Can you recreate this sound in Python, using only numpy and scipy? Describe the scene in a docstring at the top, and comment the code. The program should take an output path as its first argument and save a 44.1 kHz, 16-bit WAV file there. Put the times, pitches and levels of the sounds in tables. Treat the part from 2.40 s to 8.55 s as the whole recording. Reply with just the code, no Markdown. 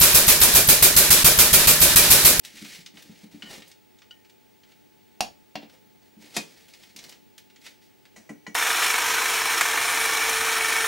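"""A faint hum and a thin electrical whine hang in a small workshop, heard in stereo close to the bench.
A finned compressor head is shifted about on the paper-covered top: paper hisses, grit ticks, the bench
booms. A screwdriver blade pings on the metal and prises until the joint snaps free. The tool is dropped
on the bench, and the loosened plate clinks as it is lifted. Each blow sets a metal body ringing in its
own modes, and the near walls return a short tail to the microphones."""
import sys
import numpy as np
from scipy import signal
from scipy.fft import rfft, irfft
from scipy.io import wavfile

SR = 44100
rng = np.random.default_rng(int(sys.argv[2]) if len(sys.argv) > 2 else 0)


def output_pcm(signal):
    """Save a mono or channel-first signal as 16-bit PCM at the path in sys.argv[1].

    Samples are clipped to [-1, 1] before scaling.
    """
    pcm = np.clip(np.atleast_2d(signal).T, -1, 1) * 32767
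    wavfile.write(sys.argv[1], SR, np.round(pcm).astype(np.int16))


N = 271215
TIME = np.arange(N) / SR
RING_TIME = TIME[:SR // 2]
CUTOFF_HZ = 16100

# Levels are relative within each table. Room tone, spectrum of the still air: f/Hz, level/dB
AIR_SPECTRUM = [(25, -38), (60, -11), (100, -10.5), (140, -9.5), (220, -3), (300, -9), (380, -3.5),
                (440, -7), (550, -13.5), (800, -12), (1050, -20.5), (2200, -14.5), (4500, -18.5),
                (9000, -24.5), (16000, -27)]
# steady hum and whine: f/Hz, level/dB
HUM_TONES = [(100, -78.5), (301, -75.5), (866, -74), (15627.3, -67.5)]
# stereo width of the air and of the wall reflections: f/Hz, side minus mid/dB
AIR_WIDTH = [(30, 17), (65, 10), (110, 8.5), (380, 8.5), (700, 3), (2400, -5), (5000, -8.5), (15000, 1.5)]
TAIL_WIDTH = [(30, 17.5), (65, 11.5), (125, -11), (380, -1), (700, 0), (1300, 0), (2400, -1.5),
              (4400, -10.5), (8000, -8.5), (14000, 2.5)]

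# a hand pushes the head or the tool over the paper: t/s, rise/s, length/s, hiss/dB, rumble/dB
SLIDES = [(0.032, 0.006, 0.049, -50.5, -63.5), (0.094, 0.071, 0.29, -46.5, -62.5),
          (0.535, 0.025, 0.069, -52.5, -59), (0.629, 0.015, 0.21, -58, -66),
          (0.899, 0.015, 0.12, -57.5, -64), (1.044, 0.067, 0.11, -45, -49), (1.195, 0.018, 0.11, -60, -67),
          (2.259, 0.048, 0.019, -57, -62), (3.31, 0.024, 0.035, -60.5, -60.5), (3.6, .03, .06, -65, -68),
          (3.777, 0.057, 0.185, -54.5, -60), (4.056, 0.028, .45, -59, -67.5),
          (4.557, 0.011, 0.17, -55, -60), (5.193, 0.056, 0.077, -50.5, -64), (5.41, 0.013, 0.018, -59, -80)]
# spectra of the rubbed paper, the bench under it and the grit: f/Hz, level/dB
HISS_SPECTRUM = [(300, -11), (1200, -16), (1900, 2.5), (3200, 0), (4500, 1.5), (6500, -2.5), (8500, -6),
                 (12000, -10), (16000, -16.5)]
RUMBLE_SPECTRUM = [(60, -11), (170, 11), (300, 6), (550, 6), (800, 6), (1300, -5), (3000, -47),
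                   (16000, -108)]
GRIT_SPECTRUM = [(100, -39), (600, 2.5), (1100, -1.5), (2000, 6.5), (4500, 5.5), (6500, 4), (9000, 1.5),
                 (16000, -23)]
# grit and small edges catch; the last row is a bright clink of the plate:
# t/s, level/dB, centre f/Hz, crackle/dB
SHARP_TICKS = [(0.049, -25.5, 4300, -38.5), (0.248, -29.5, 1770, -47), (0.347, -31, 2840, -46),
               (0.461, -27, 4370, -52), (0.57, -31, 1980, -77), (0.622, -35.5, 3080, -43.5),
               (1.22, -32, 2970, -79), (1.277, -41, 7900, -43), (1.314, -35, 4750, -57),
               (1.585, -41, 4550, -65), (1.618, -35.5, 2250, -83), (1.846, -41.5, 2880, -80),
               (1.895, -41, 4000, -57), (2.232, -40, 3080, -84), (2.317, -40, 2570, -63),
               (3.295, -38.5, 2265, -57), (4.282, -40.5, 3000, -50), (4.335, -33.5, 5100, -64),
               (4.434, -35, 2500, -51), (4.562, -27.5, 5330, -41), (4.589, -28, 6220, -57),
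               (4.639, -30, 3830, -45), (4.693, -32.5, 4740, -43), (4.723, -33.5, 2950, -57),
               (4.979, -32, 3400, -44), (5.098, -41, 2600, -65), (5.159, -37.5, 3700, -75),
               (5.2645, -26.5, 2510, -49), (5.652, -35.5, 1850, -61), (6.1454, -26, 4250, -28.5)]
# the head rocks, or metal knocks through to the bench: t/s, level/dB, treble edge f/Hz
BENCH_KNOCKS = [(0.134, -49, 230), (0.216, -36, 208), (0.385, -44.5, 250), (0.534, -51, 302),
                (0.644, -48, 220), (0.69, -44, 212), (0.831, -40.5, 210), (0.937, -43, 266),
                (1.03, -44, 238), (1.175, -45, 216), (2.807, -42.5, 600), (3.155, -39.5, 400),
                (3.223, -46, 490), (3.766, -49, 250), (3.834, -51, 250), (3.968, -35.5, 704),
                (4.547, -53.5, 350), (5.771, -48, 384), (5.897, -36.5, 460), (6.073, -40.5, 400)]

# blows on metal: t/s, level/dB, treble edge f/Hz, build-up/s, chatter t60/s, ring/dB
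BLADE_BLOWS = [(1.022, -43.5, 4630, 0.00095, 0.16, -0.5), (1.054, -44.5, 3500, 0.019, .02, 8),
               (1.708, -54.5, 8900, 0.0024, 0.023, 8)]
JOINT_BLOWS = [(2.8063, -18, 11000, 0.00084, 0.013, -2), (2.812, -38, 7000, 0.011, 0.05, -13),
               (3.1542, -29.5, 3970, 0.0017, 0.057, 3.5), (3.218, -43, 3660, 0.013, 0.14, -4)]
DRIVER_BLOWS = [(3.938, -36.5, 11500, 0.016, 0.43, -14), (3.954, -33, 10920, 0.01, 0.081, -26),
                (3.9645, -22, 14900, 0.0023, 0.07, -5.5), (3.970, -25, 13700, 0.00037, 0.014, -2.5),
                (3.978, -31, 8160, 0.00089, 0.011, 0), (3.997, -54, 5960, .001, 0.018, -12)]
PLATE_BLOWS = [(5.760, -51, 14500, 0.0043, 0.42, -2), (5.890, -38.5, 2140, 0.0065, 0.087, -1),
               (6.065, -40.5, 4700, 0.003, 0.033, 3)]
# the modes each body rings with: f/Hz, level/dB, t60/s
BENCH_MODES = [(105.6, -17.5, 0.14), (170.7, -3, 0.13), (216.4, 6, 0.077), (290.5, 1, 0.13),
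               (371, -19, 0.21), (433.3, -4.5, 0.18), (613, -2, 0.073)]
BLADE_MODES = [(1450, -6, 0.074), (1840, -17.5, 0.55), (2277, -16, 0.074), (2920, 7.5, 0.057),
               (2950, 1.5, 0.13), (3100, 1, 0.08), (3330, -19, 0.14), (4860, -4, 0.069), (4500, -4, 0.058),
               (6020, -8, 0.069)]
HEAD_MODES = [(690, -12, .08), (727, -8, .1), (765, -13, .08), (1030, -18, .1), (2640, -20, .14),
              (2704, -18, .16), (2772, -18, .16), (3400, -19, .16), (4140, -20, .14), (4700, -16, .15),
              (5070, -20, .15), (5696, -9, .11), (9970, -22, .11)]
DRIVER_MODES = [(710, -11, .09), (1875, -12, .12), (2505, -13, .12), (4272, -17, .1), (4605, -15, .11),
                (4710, -15, .11), (4916, -16, .11), (5965, -16, .1)]
PLATE_MODES = [(1020, -1.5, 0.065), (1453, -5.5, 0.072), (1910, -10, 0.27), (1950, -15, 0.44),
               (1966, 8.5, 0.065), (2260, -15, 0.69), (2360, 4.5, 0.027), (2840, -15, 0.15),
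               (2990, -3, 0.089), (4160, -6.5, 0.086), (4300, -21, 0.22), (5700, -17, 0.24),
               (5940, -9, 0.75), (6300, -11, 0.06), (6750, -12, 0.2), (6770, -1, 0.15), (7600, -12, .1),
               (8200, -7.5, 0.25), (9800, -19, 0.16), (10800, -15, 0.3)]
# spectra of the dense, quickly damped modes in between: f/Hz, level/dB
BENCH_SPECTRUM = [(30, -35), (70, -12), (200, 8), (400, 4.5), (800, -20), (2000, -63), (16000, -85)]
HEAD_SPECTRUM = [(40, -40), (110, -22), (300, -2), (520, -2.5), (730, 4), (900, -3), (1200, -12),
                 (1550, -8.5), (1900, -7), (2900, -4), (4800, -2.5), (7500, -7), (10500, -12), (16000, -11)]
DRIVER_SPECTRUM = [(40, -31), (130, -6.5), (300, 3.5), (700, 3), (1200, -3), (2400, 1), (4600, 5.5),
                   (7500, 1), (16000, -10.5)]
PLATE_SPECTRUM = [(100, -14), (700, -2.5), (1200, -11.5), (2000, -4.5), (3500, -12.5), (6000, -6),
                  (16000, -25)]


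def from_db(db):
    """Decibels to gain."""
    return 10 ** (np.asarray(db) / 20)


def unit_rms(x):
    """Scale to an rms of 1."""
    return x / np.sqrt(np.mean(x ** 2) + 1e-20)


def bin_gains(spectrum, size):
    """A spectrum read off at the bins of an FFT."""
    hz, db = np.transpose(spectrum)
    bin_hz = np.arange(size // 2 + 1) * SR / size
    return from_db(np.interp(np.log(bin_hz + 1), np.log(hz), db))


def colour(x, spectrum):
    """Minimum-phase filter with this spectrum; white noise keeps its power."""
    size = 2 ** 12
    cepstrum = irfft(np.log(unit_rms(bin_gains(spectrum, size))))
    cepstrum[1:size // 2] *= 2
    cepstrum[size // 2 + 1:] = 0
    impulse = irfft(np.exp(rfft(cepstrum)))
    return signal.fftconvolve(x, impulse)[:len(x)]


def soften(x, edge_hz):
    """A softer contact passes less treble."""
    return signal.sosfilt(signal.butter(2, min(edge_hz, .45 * SR), fs=SR, output="sos"), x)


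def drift(per_s):
    """A line wandering through per_s random values a second."""
    knots = rng.standard_normal(N // 10)
    return np.interp(TIME * per_s, np.arange(len(knots)), knots)


def diffuse(size, width):
    """Noise reaching the two microphones from all sides."""
    mid, side = rng.standard_normal((2, size))
    side = irfft(rfft(side) * bin_gains(width, size), size)
    return np.array([mid + side, mid - side])


def add(track, start_s, sound):
    """Mix a sound in at start_s."""
    at = int(start_s * SR)
    track[at:at + len(sound)] += sound[:max(N - at, 0)]


def decay(t60):
    """Envelope that falls 60 dB in t60 seconds."""
    return from_db(-60 * RING_TIME / t60)


def swell(seconds):
    """Envelope that builds up over this time, then holds."""
    return np.minimum((RING_TIME + 1 / SR) / seconds, 1)


def burst(t60, crack_db, crack_t60):
    """The crack of contact over a crowd of damped modes, as two decays of noise."""
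    return rng.choice([-1, 1], len(RING_TIME)) * (decay(t60) + from_db(crack_db) * decay(crack_t60))


def ring(modes, vary_db):
    """Each blow meets a new spot and so weights the modes anew."""
    hz, db, t60 = np.transpose(modes)[:, :, None]
    weights = from_db(db + vary_db * rng.standard_normal(hz.shape)) * rng.choice([-1, 1], hz.shape)
    return np.sum(weights * np.sin(2 * np.pi * hz * RING_TIME) * decay(t60), axis=0)


def room_tone(air_db, waver_db):
    """Air all around, with a slightly wavering hum and electrical whine in the centre."""
    air = np.array([colour(channel, AIR_SPECTRUM) for channel in diffuse(N, AIR_WIDTH)])
    hum = np.zeros(N)
    for hz, db in HUM_TONES:
        amplitude = np.sqrt(2) * from_db(db + waver_db * drift(per_s=3.04))
        hum += amplitude * np.sin(2 * np.pi * hz * TIME)
    return from_db(air_db) * air + hum


def paper_slides(hiss_db, rumble_db, grain_db, judder_db, stop_t60):
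    """Paper fibres slip in dense uneven grains, which also shake the bench top."""
    hiss, rumble = np.zeros((2, N))
    for start_s, rise_s, length_s, high_db, low_db in SLIDES:
        speeding_up = np.clip((TIME - start_s) / rise_s, 0, 1)
        stopping = from_db(-60 * np.clip((TIME - start_s - length_s) / stop_t60, 0, 2))
        speed = speeding_up * stopping
        hiss = np.maximum(hiss, from_db(high_db + hiss_db) * speed)
        rumble = np.maximum(rumble, from_db(low_db + rumble_db) * speed)
    grains = rng.standard_normal(N) * from_db(grain_db * np.minimum(rng.exponential(1, N), 5))
    slips = unit_rms(grains * from_db(judder_db * drift(per_s=120)))
    return colour(slips * hiss, HISS_SPECTRUM) + colour(slips * rumble, RUMBLE_SPECTRUM)


def fine_grit(per_s=20, over_hiss_db=13.5, centre_hz=2850, spread_octaves=0.29):
    """Fine grit turns over at random in each slide: rows like SHARP_TICKS, without crackle."""
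    rows = []
    for start_s, rise_s, length_s, hiss_db, _ in SLIDES:
        draws = rng.random(size=(12, 3))
        for chance, place, pitch in draws:
            if chance < per_s * length_s / len(draws):
                at_s = start_s + rise_s + place * (length_s - rise_s)
                hz = centre_hz * 2 ** (spread_octaves * (2 * pitch - 1))
                rows.append((at_s, hiss_db + over_hiss_db, hz, -np.inf))
    return rows


def dry_ticks(body_db, crackle_db, build_s, firm_db, split_hz):
    """Catching grit and edges, and one last bright plate clink: bursts of noise, each at its own pitch."""
    body, crackle = np.zeros((2, N))
    for start_s, db, hz, top_db in list(SHARP_TICKS) + fine_grit():
        # firm contacts click; light ones are slower, softer rubs
        onset = swell(build_s * from_db(firm_db - db))
        tick = burst(t60=0.063, crack_db=-10, crack_t60=0.0017) * onset
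        band = signal.butter(1, [hz / 2, min(hz * 2, CUTOFF_HZ)], "band", fs=SR, output="sos")
        add(body, start_s, from_db(db + body_db) * signal.sosfilt(band, tick))
        add(crackle, start_s, from_db(top_db + crackle_db) * tick)
    treble = signal.butter(3, split_hz, "high", fs=SR, output="sos")
    return soften(colour(body, GRIT_SPECTRUM), split_hz) + signal.sosfilt(treble, crackle)


def bench_booms(t60, dense_db, modes_db, swell_s):
    """Cushioned by the paper, the bench top swells into a low, round boom at each knock."""
    booms = np.zeros(N)
    for start_s, db, edge_hz in BENCH_KNOCKS:
        thud = rng.standard_normal(len(RING_TIME)) * decay(t60)
        dense = from_db(dense_db) * colour(thud, BENCH_SPECTRUM)
        tones = from_db(modes_db) * ring(BENCH_MODES, vary_db=2.75)
        boom = (dense + tones) * swell(swell_s)
        add(booms, start_s, from_db(db) * soften(boom, edge_hz))
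    return booms


def struck_metal(blows, spectrum, modes, t60, crack_db, dense_db, modes_db, vary_db, hard_db):
    """Blows on one metal body; returns the clatter of its dense modes and the ring of its clear ones."""
    clatter, ringing = np.zeros((2, N))
    hard_share = from_db(hard_db)
    for start_s, db, edge_hz, build_s, chatter_s, ring_db in blows:
        dense = from_db(dense_db) * colour(burst(t60, crack_db, chatter_s), spectrum)
        tones = from_db(modes_db + ring_db) * ring(modes, vary_db)
        blow = from_db(db) * swell(build_s) * np.array([dense, tones])
        # hard high spots let a little treble past the soft contact
        blow = (1 - hard_share) * soften(blow, edge_hz) + hard_share * blow
        add(clatter, start_s, blow[0])
        add(ringing, start_s, blow[1])
    return np.array([clatter, ringing])


def blade_pings():
    """The screwdriver blade touches metal lightly and rings."""
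    return struck_metal(BLADE_BLOWS, GRIT_SPECTRUM, BLADE_MODES, t60=0.086, crack_db=3,
                        dense_db=-2.5, modes_db=1, vary_db=0.5, hard_db=-40)


def joint_snap():
    """The prised joint snaps free and the finned head knocks back."""
    return struck_metal(JOINT_BLOWS, HEAD_SPECTRUM, HEAD_MODES, t60=0.034, crack_db=6,
                        dense_db=-2.5, modes_db=1, vary_db=1.5, hard_db=-15.5)


def screwdriver_drop():
    """The screwdriver slides in, lands on the bench and rattles."""
    return struck_metal(DRIVER_BLOWS, DRIVER_SPECTRUM, DRIVER_MODES, t60=0.044, crack_db=0.5,
                        dense_db=-3.5, modes_db=4.5, vary_db=-1.5, hard_db=-34)


def plate_clinks():
    """The loose plate meets the head as it is lifted, and rings on."""
    return struck_metal(PLATE_BLOWS, PLATE_SPECTRUM, PLATE_MODES, t60=0.092, crack_db=-5.5,
                        dense_db=1, modes_db=-0.5, vary_db=0.5, hard_db=-11.5)


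def workshop(direct, wet_db, low_t60, mid_t60, high_t60):
    """Close, cluttered walls add a short diffuse stereo tail to the direct sound."""
    noise = rfft(diffuse(len(RING_TIME), TAIL_WIDTH))
    hz = np.linspace(0, SR / 2, len(RING_TIME) // 2 + 1)
    bands = [(0, 600, low_t60), (600, 7000, mid_t60), (7000, SR, high_t60)]
    tail = sum(irfft(noise * ((hz >= low) & (hz < high))) * decay(t60) for low, high, t60 in bands)
    tail *= swell(0.006)
    tail *= from_db(wet_db) / np.sqrt(np.sum(tail ** 2) / 2)
    return direct + signal.fftconvolve(direct[None], tail, axes=1)[:, :N]


def scene():
    """Metal, bench and paper close to the microphones, with the workshop around them."""
    clatter, ringing = joint_snap() + screwdriver_drop() + blade_pings() + plate_clinks()
    bench = bench_booms(t60=0.063, dense_db=2.5, modes_db=-0.5, swell_s=0.0088)
    paper = paper_slides(hiss_db=-1, rumble_db=-1.5, grain_db=3, judder_db=3, stop_t60=0.3)
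    ticks = dry_ticks(body_db=-8.5, crackle_db=-2, build_s=0.0017, firm_db=-34, split_hz=7000)
    noises = workshop(clatter + paper + ticks, wet_db=-3.5, low_t60=0.37, mid_t60=0.23, high_t60=0.2)
    tones = workshop(ringing, wet_db=-13, low_t60=0.15, mid_t60=0.2, high_t60=0.17)
    tones *= from_db([[0.8], [-0.8]])  # the ringing is a little stronger on the left
    booms = workshop(bench, wet_db=-6, low_t60=0.26, mid_t60=0.19, high_t60=0.051)
    return noises + tones + booms + room_tone(air_db=-64, waver_db=0.7)


def record(dry):
    """Both microphone channels are cut steeply above CUTOFF_HZ."""
    return signal.sosfilt(signal.ellip(12, .1, 70, CUTOFF_HZ, fs=SR, output="sos"), dry)


dry = scene()
out = record(dry)
output_pcm(out)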